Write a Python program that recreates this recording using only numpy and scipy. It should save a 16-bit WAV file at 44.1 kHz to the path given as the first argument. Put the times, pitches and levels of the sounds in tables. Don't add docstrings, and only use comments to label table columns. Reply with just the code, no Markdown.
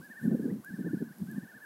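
import sys
import numpy as np
from scipy import signal
from scipy.fft import rfft, irfft
from scipy.io import wavfile
from scipy.ndimage import uniform_filter1d

SR = 44100
rng = np.random.default_rng(int(sys.argv[2]) if len(sys.argv) > 2 else 0)


def dump_mix(stems):
    frames = np.atleast_2d(stems).T
    limited = np.clip(frames, -1, 1)
    pcm = np.round(limited * 32767).astype(np.int16)
    wavfile.write(sys.argv[1], SR, pcm)


N = 72765

# f/Hz, relative level/dB
HUSH_SPECTRUM = [(30, -32), (100, -12), (220, 1.5), (450, -4.5), (800, -6), (1300, -11), (2000, -15),
                 (3000, -20.5), (7000, -21), (10000, -20.5), (12000, -15.5), (13500, -19.5), (16000, -19.5)]
RUSTLE_SPECTRUM = [(1500, -26), (3000, 6.5), (5000, 1), (8000, 7), (12000, 13), (16000, 0.5)]
SIZZLE_SPECTRUM = [(2500, -19), (4000, -5), (5000, 0), (6500, -12.5), (9000, -5)]
# t/s, level/dB
RUSTLE_ENVELOPE = [(0, -67.5), (.18, -69.5), (.235, -61.5), (.3, -67.5), (.43, -66.5), (.58, -72),
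                   (.74, -67), (.87, -70), (.98, -66.5), (1.1, -72), (1.2, -67), (1.36, -66), (1.56, -74),
                   (1.65, -67)]
SIZZLE_ENVELOPE = [(0, -74.5), (.05, -70.5), (.14, -92), (.24, -82), (.34, -88), (.45, -71), (.54, -87.5),
                   (.76, -71.5), (.87, -84), (.975, -72), (1.06, -83), (1.19, -73.5), (1.35, -77),
                   (1.65, -86.5)]
# t/s, level/dB
GUST_ENVELOPE = [(0, -42.5), (.05, -60), (.07, -67), (.18, -67), (.225, -43), (.27, -32.5), (.305, -39),
                 (.335, -30), (.357, -29), (.378, -40.5), (.44, -35.5), (.48, -33.5), (.51, -38),
                 (.56, -40.5), (.6, -43), (.63, -61.5), (.675, -61), (.71, -42.5), (.765, -52.5),
                 (.795, -33), (.83, -42), (.87, -34.5), (.897, -46.5), (.94, -37.5), (.993, -49),
                 (1.02, -32.5), (1.06, -48), (1.13, -64.5), (1.175, -52.5), (1.205, -42.5), (1.25, -45),
                 (1.3, -45.5), (1.41, -46), (1.45, -42), (1.48, -68.5), (1.52, -83), (1.555, -48),
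                 (1.6, -78)]
# f/Hz, relative level/dB
SOFT_GUST_SPECTRUM = [(30, -61), (65, -32.5), (120, -12.5), (165, -2.5), (210, 1), (280, -8.5),
                      (380, -18.5), (500, -45), (700, -46.5), (1000, -37.5)]
HARD_GUST_SPECTRUM = [(30, -54), (80, -40), (140, -1), (210, 3.5), (290, 1), (380, -3.5), (480, -13.5),
                      (600, -21), (800, -32), (1200, -52)]
# start t/s, length/s, pitch factor
BIRD_PHRASES = [(0.017, .495, 1), (0.645, .487, 0.99), (1.273, .49, .998)]
# t/s from phrase start, centre f/Hz, swing/Hz
BIRD_TUNE = [(0.0, 1530, 10), (.02, 1630, 40), (.04, 1632, 90), (.1, 1660, 145), (.2, 1640, 180),
             (.3, 1612, 175), (.42, 1585, 130), (.468, 1560, 80), (.48, 1660, 80), (.492, 1930, 80)]
# t/s, level/dB
PHRASE_ENVELOPES = [
    [(.02, -52.5), (.065, -52.5), (.087, -60), (.117, -47), (.147, -55.5), (.175, -48), (.24, -51.5),
     (.3, -59), (.39, -63.5), (.445, -55), (.478, -63), (.503, -58)],
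    [(.65, -48), (.68, -46.5), (.75, -55), (.8, -59.5), (.85, -54), (.9, -50), (.94, -59), (.985, -55),
     (1.04, -61.5), (1.125, -58.5)],
    [(1.28, -56.5), (1.305, -52.5), (1.37, -55.5), (1.45, -58), (1.49, -57), (1.58, -52), (1.6, -62),
     (1.625, -50)],
]
# t/s, level/dB before filter
TICK_EVENTS = [(.0455, -42.5), (.6472, -32.5), (1.1847, -38), (1.21, -47), (1.3145, -35.5)]
# f/Hz, relative level/dB, decay/s
TICK_RESONANCES = [(7700, -11, .0003), (9600, -13, .0003), (11900, 0, .0004), (15200, -4, .0003)]
# peak t/s, level/dB before filter, ring f/Hz
EDDIES = [(0.104, -41.5, 223), (0.241, -25.5, 228), (.255, -13.5, 190), (0.28, -15, 234),
          (.321, -20.5, 193), (.329, -24, 343), (0.348, -20, 248), (.352, -31.5, 517), (.362, -43, 410),
          (0.398, -31, 425), (.402, -25, 233), (.446, -23.5, 310), (0.459, -19, 271), (.478, -36.5, 463),
          (.527, -24, 208), (0.542, -30.5, 240), (0.558, -30, 245), (0.742, -29.5, 200), (0.794, -27, 200),
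          (.811, -28, 210), (0.851, -25, 200), (.872, -28.5, 309), (0.911, -32, 231), (0.937, -23, 316),
          (0.946, -19, 206), (0.973, -25.5, 223), (1.009, -29.5, 200), (1.021, -30, 392.3),
          (1.027, -22.5, 202), (1.111, -36.5, 172), (1.223, -27.5, 201), (1.288, -32.5, 205),
          (1.37, -31.5, 225), (1.384, -24.5, 215), (1.437, -33.5, 222)]
# f/Hz, gain/dB
THUMP_FILTER = [(30, -54), (80, -18), (150, -2.5), (600, -2), (1200, -10.5)]


def undb(db):
    return 10 ** (np.asarray(db) / 20)


def unit(x):
    return x / np.sqrt(np.mean(x ** 2))


def curve(rows, t, column=1):
    rows = np.array(rows)
    return np.interp(t, rows[:, 0], rows[:, column])


def colour(x, points):
    hz, db = np.array(points).T
    f = np.maximum(np.arange(N + 1) * SR / (2 * N), 1)
    gain = undb(np.interp(np.log(f), np.log(hz), db)) / np.maximum(f / hz[-1], 1) ** 4
    return irfft(rfft(x, 2 * N) * gain)[:N]


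def noise(spectrum):
    return unit(colour(rng.standard_normal(N), spectrum))


def smooth(x, samples):
    return uniform_filter1d(uniform_filter1d(x, samples), samples)


def wander(rate_hz):
    return unit(smooth(rng.standard_normal(N), max(int(SR / rate_hz), 2)))


def background(t, hush_db=-61.5):
    hush = undb(hush_db) * noise(HUSH_SPECTRUM)
    rustle = undb(curve(RUSTLE_ENVELOPE, t)) * noise(RUSTLE_SPECTRUM)
    sizzle = undb(curve(SIZZLE_ENVELOPE, t)) * noise(SIZZLE_SPECTRUM)
    return hush + rustle + sizzle


def wind(t, soft_db=-43.5, hard_db=-33, flutter_db=2.5, flutter_hz=23.3, levelling_s=.018):
    gust_db = curve(GUST_ENVELOPE, t)
    hardness = np.clip((gust_db - soft_db) / (hard_db - soft_db), 0, 1)
    air = np.sqrt(1 - hardness) * noise(SOFT_GUST_SPECTRUM)
    air += np.sqrt(hardness) * noise(HARD_GUST_SPECTRUM)
    air /= np.sqrt(smooth(air ** 2, int(levelling_s * SR)))
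    return air * undb(gust_db + flutter_db * wander(flutter_hz))


def warble(age_s, first_crest_s=.038, rate_hz=16.64, slowing_hz_per_s=5.5, rounding=.0499):
    since_s = age_s - first_crest_s
    phase = 2 * np.pi * (rate_hz * since_s - slowing_hz_per_s * since_s ** 2 / 2)
    return np.cos(phase) + 2 * rounding * np.sin(phase) ** 2


def phrase_gate(age_s, length_s, lead_s=.013, lead_db=-11, attack_s=.004, release_s=.008):
    lead_in = undb(lead_db) * np.clip(2 * (1 + age_s / lead_s), 0, 1)
    attack = np.clip(age_s / attack_s + .5, 0, 1)
    release = np.clip((length_s - age_s) / release_s + .5, 0, 1)
    return np.maximum(lead_in, attack) * release


def bird(t, scoop_hz=388, scoop_s=.0017, trough_db=-6.5, trough_width=.078):
    out = np.zeros(N)
    waver = 1 + .003 * wander(150)
    shimmer_db = .8 * wander(160)
    for (start_s, length_s, pitch), envelope in zip(BIRD_PHRASES, PHRASE_ENVELOPES):
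        age_s = t - start_s
        swing = warble(np.clip(age_s, 0, length_s))
        tune_hz = curve(BIRD_TUNE, age_s) + curve(BIRD_TUNE, age_s, column=2) * swing
        flat_hz = scoop_hz * (1 - np.tanh(age_s / scoop_s + 1)) / 2
        hz = pitch * waver * (tune_hz - flat_hz)
        tone = np.sqrt(2) * np.sin(2 * np.pi * np.cumsum(hz) / SR)
        dip_db = trough_db * np.exp(-(1 + swing) / (2 * trough_width))
        level_db = curve(envelope, t) + dip_db + shimmer_db
        out += phrase_gate(age_s, length_s) * undb(level_db) * tone
    return out


def woods(song, t, gain_db=-11.5, t60_s=.95, build_s=.06):
    envelope = np.exp(-np.log(1000) * t / t60_s) * np.clip(t / build_s, 0, 1)
    tail = rng.standard_normal(N) * envelope
    return undb(gain_db) * signal.fftconvolve(song, tail / np.linalg.norm(tail))[:N]


def ticks(t):
    out = np.zeros(N)
    for start_s, db in TICK_EVENTS:
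        age_s = np.maximum(t - start_s, 0)
        for hz, mode_db, decay_s in TICK_RESONANCES:
            out += undb(db + mode_db) * np.exp(-age_s / decay_s) * np.sin(2 * np.pi * hz * age_s)
    return colour(out, [(3000, -32), (7000, -7), (16000, -4)])


def thumps(t, rise_s=.0075, roughness=.14, flutter_db=-14):
    out = np.zeros(N)
    ragged = roughness * wander(512)
    flutter = undb(flutter_db) * noise(HARD_GUST_SPECTRUM)
    for peak_s, db, hz in EDDIES:
        rise = np.maximum(1 + (t - peak_s) / rise_s, 0)
        swell = (rise * np.exp(1 - rise)) ** 4
        ring = np.sin(2 * np.pi * (hz * (t - peak_s) + rng.random()))
        out += undb(db) * swell * (ring + ragged + flutter)
    return colour(out, THUMP_FILTER)


def scene():
    t = np.arange(N) / SR
    song = bird(t)
    return (song + woods(song, t) + wind(t) + thumps(t) + ticks(t) + background(t))[None]


def record(dry):
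    cutoff_hz = 15750
    return signal.sosfilt(signal.ellip(10, .2, 70, cutoff_hz, fs=SR, output="sos"), dry)


dry = scene()
out = record(dry)
dump_mix(out)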